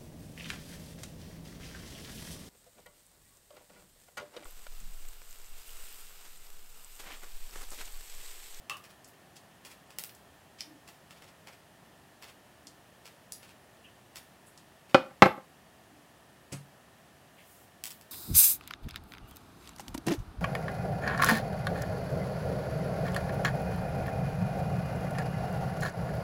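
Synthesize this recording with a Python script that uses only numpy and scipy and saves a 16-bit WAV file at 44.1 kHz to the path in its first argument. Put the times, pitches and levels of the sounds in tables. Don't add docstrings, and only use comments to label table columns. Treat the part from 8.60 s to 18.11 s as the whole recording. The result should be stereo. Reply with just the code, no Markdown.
import sys
import numpy as np
from scipy import signal
from scipy.fft import rfft, irfft
from scipy.io import wavfile
from scipy.ndimage import uniform_filter1d

SR = 44100
rng = np.random.default_rng(int(sys.argv[2]) if len(sys.argv) > 2 else 0)


def unload_audio(sound):
    columns = np.transpose(np.atleast_2d(sound))
    steps = np.round(np.clip(columns, -1, 1) * 32767)
    wavfile.write(sys.argv[1], SR, steps.astype(np.int16))


N = 419391

# (time [s], level [dB], rise time [s])
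FRAME_PUSH = (7.923, -35, 0.0029)


def jaw_clicks(trim_db=-1.0):
    # (time [s], level [dB], centre [Hz], spread [octaves])
    contacts = [(.0972, -25.5, 2100, 1.44), (.169, -45, 2000, 2.6), (0.445, -47.5, 6500, 0.53),
                (0.7665, -47, 4450, 1), (1.386, -21.5, 11000, 3.9), (1.438, -26.5, 12000, 3.3),
                (1.4936, -47, 3180, 0.92), (1.5486, -50.5, 7000, .7), (2.007, -29.5, 5200, 0.16),
                (2.0071, -32, 3560, 1), (4.07, -41.5, 5200, 0.64), (4.7217, -29, 7740, .76),
                (5.976, -48, 4970, .7)]
    # (level [dB], decay time [s])
    contact_decay = [(-42, 0.0032), (-29, 0.00076)]
    out = np.zeros(N)
    for s, db, hz, octaves in contacts:
        decay_s = np.interp(db, *np.transpose(contact_decay))
        add(out, s, click(db + trim_db, hz, octaves, decay_s))
    return out


def metal_rings(detune=.012, twin_gain=0.67, chatter_hz=32):
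    # (time [s], frequency [Hz], level [dB], t60 [s])
    modes = [(.098, 1132, -32.5, 0.11), (.098, 1245, -40, 0.12), (.098, 2660, -34, 0.051),
             (.0974, 2930, -25, 0.019), (4.722, 5060, -35.5, .011), (4.722, 5650, -45, 0.07),
             (4.723, 10300, -38.5, 0.02), (5.558, 10800, -56, .15), (6.622, 11480, -46, .12),
             (9.239, 12360, -50, 0.14), (9.255, 14500, -53, 0.21)]
    out, t = np.zeros(N), clock(16384)
    for s, hz, db, t60 in modes:
        drift = phase_drift((2, len(t)), chatter_hz)
        mode = np.sin(2 * np.pi * hz * t + drift[0])
        twin = np.sin(2 * np.pi * (hz * (1 + detune) * t + rng.random()) + drift[1])
        add(out, s, amp(db - 60 * t / t60) * (mode + twin_gain * twin))
    return out


def table_knocks(crack_s=0.0044, tail_db=-19, tail_s=0.027, damping_t60_s=.2, rattle_hz=1.5):
    # (time [s], level [dB], place [0 nose, 1 handle], roll-off [Hz], relative crack level [dB])
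    impacts = [(6.3452, -0.7, 0.0078, 9000, -16), (6.508, -38.5, 0.65, 700, -30.5),
               (6.6215, 0.5, 0.98, 9000, -12), (6.6577, -8, 0.67, 1700, -25.5),
               (6.7766, -29, 0.36, 550, -32)]
    # (frequency [Hz], free t60 [s], level at nose end [dB], level at handle end [dB])
    table_modes = [(87.0, 0.025, -39.5, -19), (117.0, 0.043, -25, -11), (203, 0.049, -34, -3),
                   (217.2, 0.14, -48.5, -16.5), (264.8, 0.044, -7.5, -43.5), (357, 0.082, -11, -11),
                   (406.7, 0.1, -33, -14.5), (526, 0.1, -5.5, -11), (574.7, 0.056, -5, -14),
                   (656.0, 0.29, -30, -20.5), (790.3, 0.056, -3, 4.5), (800.7, 0.024, -4, 9.5),
                   (901, 0.054, -16.5, -7), (1059, 0.054, -14, -6.5), (1202, 0.07, -14.5, -10),
                   (1312, 0.14, -15.5, -11.5), (1362, 0.076, -9.5, -22.5), (1505, 0.064, -16.5, -14.5),
                   (1578, 0.058, -20.5, -13), (1719, 0.35, -30, -23), (1960, 0.05, -17.5, -13),
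                   (2177, 0.047, -17, -13), (2490, 0.11, -20.5, -25.5), (2650, 0.037, -30, -19.5),
                   (3157, 0.01, -12, -15), (3270, 0.014, -18.5, -20.5), (4358.0, 0.006, -18.5, -15)]
    # (frequency [Hz], relative density [dB])
    crack_spectrum = [(40, -14), (150, -6.5), (700, -1), (2500, 5), (4500, -6), (6500, -16), (10000, -25.5),
                      (15500, -35)]
    out, t = np.zeros(N), clock(16384)
    hz, t60, nose_db, handle_db = np.transpose(table_modes)
    sign = (-1) ** np.arange(len(hz))
    fade = np.exp(-np.log(1000) * t * (1 / t60[:, None] + 1 / damping_t60_s))
    drift = phase_drift(fade.shape, rattle_hz)
    modes = np.sin(2 * np.pi * hz[:, None] * t + drift) * fade
    crack_envelope = np.exp(-t / crack_s) + amp(tail_db) * np.exp(-t / tail_s)
    for s, db, place, rolloff_hz, crack_db in impacts:
        weight = ((1 - place) * amp(nose_db) + place * amp(handle_db)) / np.hypot(1, hz / rolloff_hz)
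        steel = crack(lambda f: amp(log_interp(crack_spectrum, f)), crack_envelope)
        add(out, s, amp(db) * ((sign * weight) @ modes + amp(crack_db) * steel))
    bass_cut = signal.butter(3, 66, btype="high", fs=SR, output="sos")
    return signal.sosfilt(bass_cut, out)


def scrap_hops(count=5, hop_ratio=.645):
    # (time [s], level [dB], first hop [s], loss per hop [dB])
    landings = [(9.2387, -24.5, .017, 3.5), (9.3058, -35.5, .0045, 3), (9.3187, -39, .007, 8),
                (9.412, -43, .009, 9)]
    out = np.zeros(N)
    for s, db, hop_s, loss_db in landings:
        for k in range(count):
            add(out, s, click(db - k * loss_db, hz=5400, octaves=1.85, decay_s=0.00077))
            s += hop_s * hop_ratio ** k
    return out


def frame_boom():
    # (frequency [Hz], relative level [dB], t60 [s])
    modes = [(108, -9, .25), (141, -1.5, 0.37), (186, -5, .22), (274.6, -4, 0.14), (344, -3.5, 0.1),
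             (556, -5.5, 0.091)]
    out, t = np.zeros(N), clock(22050)
    s, db, rise_s = FRAME_PUSH
    boom = sum(amp(mode_db - 60 * t / t60) * np.sin(2 * np.pi * hz * t) for hz, mode_db, t60 in modes)
    add(out, s, amp(db) * boom * (1 - np.exp(-t / rise_s)))
    return out


def frame_graze():
    out, s = np.zeros(N), FRAME_PUSH[0]
    add(out, s - .007, stroke(db=-47, hz=700, octaves=1.9, length_s=.028))
    add(out, s - .001, stroke(db=-41.5, hz=6540, octaves=0.51, length_s=0.013))
    return out


def finger_grips(rub_db=-2.5, lead_s=.012, settle_s=0.042, octaves=1.95):
    # (time [s], level [dB], centre [Hz], relative click level [dB], relative settling level [dB])
    grips = [(.24, -57, 1500, 8, -0.5), (1.0519, -49, 1700, 3, -4), (1.3055, -59.5, 1300, 12, -8),
             (2.2779, -52, 1400, 5, -14), (2.508, -56, 990, 12, -2), (2.622, -53, 780, 5.5, -4),
             (2.872, -52, 700, 10.5, -3.5), (3.6245, -49, 940, 6, -2), (4.456, -50, 1200, 5.5, -18),
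             (4.83, -53.5, 1000, 6.5, -0.5), (5.558, -46, 1860, 7.5, -19), (6.296, -55.5, 800, 3, -8)]
    out = np.zeros(N)
    for s, db, hz, click_db, settle_db in grips:
        for delay, stroke_db in (-lead_s, 0), (settle_s, settle_db):
            rub = stroke(db + rub_db + stroke_db, hz, octaves, length_s=.036, grain_db=4.5, rise=0.44)
            add(out, s + delay, rub)
        add(out, s, click(db + click_db, hz, octaves, decay_s=.002))
    return out


def scuffs(scrape_db=-4.5, swell_db=-4):
    # (time [s], level [dB], centre [Hz], spread [octaves], length [s])
    scrapes = [(.47, -57, 10550, 1.1, 0.025), (0.754, -54, 4850, .9, 0.02),
               (1.981, -49.5, 3140, 0.93, 0.027), (5.237, -54, 2850, 0.16, 0.033),
               (5.858, -57, 9300, 0.34, .034), (8.766, -58, 2400, 0.53, 0.058)]
    # (time [s], level [dB])
    swells = [(2.039, -56.5), (4.001, -65), (7.28, -62)]
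    out = np.zeros(N)
    for s, db, hz, octaves, length_s in scrapes:
        add(out, s, stroke(db + scrape_db, hz, octaves, length_s))
    for s, db in swells:
        add(out, s, stroke(db + swell_db, hz=288, octaves=0.12, length_s=.13))
    return out


def wire_slide():
    # (time [s], level [dB])
    levels = [(8.72, -78), (8.83, -66), (8.92, -59), (9.03, -62.5), (9.12, -77)]
    s, db = np.transpose(levels)
    envelope = amp(np.interp(clock(N), s, db, left=-np.inf, right=-np.inf))
    return envelope * coloured(resonance(centre_hz=12000, octaves=1.0), N)


def echoes(x):
    # (delay [s], gain [ratio])
    reflections = [(.00039, .33), (.0079, .36), (.0088, 0.18), (0.0163, .16), (0.0267, 0.0996)]
    out = np.zeros(N)
    for delay, gain in reflections:
        add(out, delay, gain * x)
    return out


def reverb(x, gap_s=.008):
    # (frequency [Hz], t60 [s])
    decay_times = [(100, 0.24), (300, .3), (1000, .28), (3000, 0.24), (8000, 0.2), (15000, 0.4)]
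    hz, t, spectra = signal.stft(rng.choice([-1., 1.], size=22050), SR, nperseg=256)
    fade = np.exp(-np.log(1000) * t / log_interp(decay_times, hz)[:, None])
    tail = signal.istft(spectra * fade, SR, nperseg=256)[1]
    out = np.zeros(N)
    add(out, gap_s, signal.fftconvolve(x, tail / np.linalg.norm(tail)))
    return out


def room_noise(level_db=-58.5):
    # (frequency [Hz], relative density [dB])
    spectrum = [(15, -51.5), (25, -28.5), (70, -4.5), (165, -1.5), (316, -6.5), (392, -6), (449, -9.5),
                (620, -6), (1680, -14), (1820, -14.5), (2330, -17), (3220, -17), (3680, -20),
                (11700, -28.5), (15800, -29)]
    # (centre [Hz], width [Hz], boost [dB])
    peaks = [(700, 90, 2.5), (1798, 130, 6), (2860, 350, 1.5), (10400, 3300, 3.5)]

    def gain(hz):
        boost_db = sum(db * np.exp(-((hz - centre) / width) ** 2) for centre, width, db in peaks)
        return amp(log_interp(spectrum, hz) + boost_db)
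    return amp(level_db) * coloured(gain, N)


def click(db, hz, octaves, decay_s, shiver_db=-20, shiver_s=.005):
    t = clock(2048)
    envelope = np.exp(-t / decay_s) + amp(shiver_db) * np.exp(-t / shiver_s)
    return amp(db) * crack(resonance(hz, octaves), envelope)


def stroke(db, hz, octaves, length_s, grain_db=4, rise=0.26):
    t = clock(12288)
    swell = np.minimum(t / (rise * length_s), 1) / (1 + (t / length_s) ** 8)
    slips = unit_rms(uniform_filter1d(rng.standard_normal(len(t)), size=70))
    grains = unit_rms(amp(grain_db * min(octaves, 1) * slips))
    envelope = swell * grains
    rub = coloured(resonance(hz, octaves), len(t)) * envelope
    return amp(db) * with_energy_of(envelope, rub)


def crack(colour, envelope, band_hz=500):
    size = 2 * len(envelope)
    spectrum = rfft(rng.standard_normal(len(envelope)) * envelope, size)
    power = uniform_filter1d(abs(spectrum) ** 2, size=round(band_hz * size / SR))
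    shaped = spectrum / np.sqrt(power) * colour(np.fft.rfftfreq(size, 1 / SR))
    return with_energy_of(envelope, irfft(shaped)[:len(envelope)])


def resonance(centre_hz, octaves, low_hz=330):
    def gain(hz):
        peak = np.exp(-.5 * (np.log2((hz + 1) / centre_hz) / octaves) ** 2)
        return peak * hz ** 2 / (hz ** 2 + low_hz ** 2)
    return gain


def phase_drift(shape, width_hz):
    return np.cumsum(rng.standard_normal(shape), axis=1) * np.sqrt(2 * np.pi * width_hz / SR)


def coloured(gain, size):
    hz = np.fft.rfftfreq(size, 1 / SR)
    return unit_rms(irfft(gain(hz) * np.exp(2j * np.pi * rng.random(len(hz))), size))


def with_energy_of(envelope, x):
    return x * np.linalg.norm(envelope) / np.linalg.norm(x)


def unit_rms(x):
    return x / np.sqrt(np.mean(x ** 2) + 1e-20)


def amp(db):
    return 10 ** (np.asarray(db) / 20)


def log_interp(points, hz):
    f, value = np.transpose(points)
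    return np.interp(np.log(hz + 1), np.log(f + 1), value)


def add(mix, s, sound):
    part = mix[max(round(s * SR), 0):][:len(sound)]
    part += sound[:len(part)]


def clock(size):
    return np.arange(size) / SR


def scene(hand_wet_db=-3, ring_wet_db=-2, ring_dry_db=-4, scrap_wet_db=-5.5, table_wet_db=-13):
    hands = jaw_clicks() + finger_grips() + scuffs() + frame_graze()
    metal = metal_rings()
    wood = table_knocks() + frame_boom()
    scrap = scrap_hops()
    room = reverb(amp(hand_wet_db) * hands + amp(ring_wet_db) * metal + amp(scrap_wet_db) * scrap)
    room += reverb(amp(table_wet_db) * wood, gap_s=.012)
    direct = hands + scrap + amp(ring_dry_db) * metal + wood + wire_slide()
    mono = direct + echoes(hands + scrap) + room + room_noise()
    return np.array([mono, mono])


def record(dry, ceiling=.97, edge_hz=15950):
    limited = dry / (1 + (dry / ceiling) ** 8) ** (1 / 8)
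    lowpass = signal.firwin(255, edge_hz, window=("kaiser", 9), fs=SR)
    return signal.oaconvolve(limited, lowpass[None], "same")


dry = scene()
out = record(dry)
unload_audio(out)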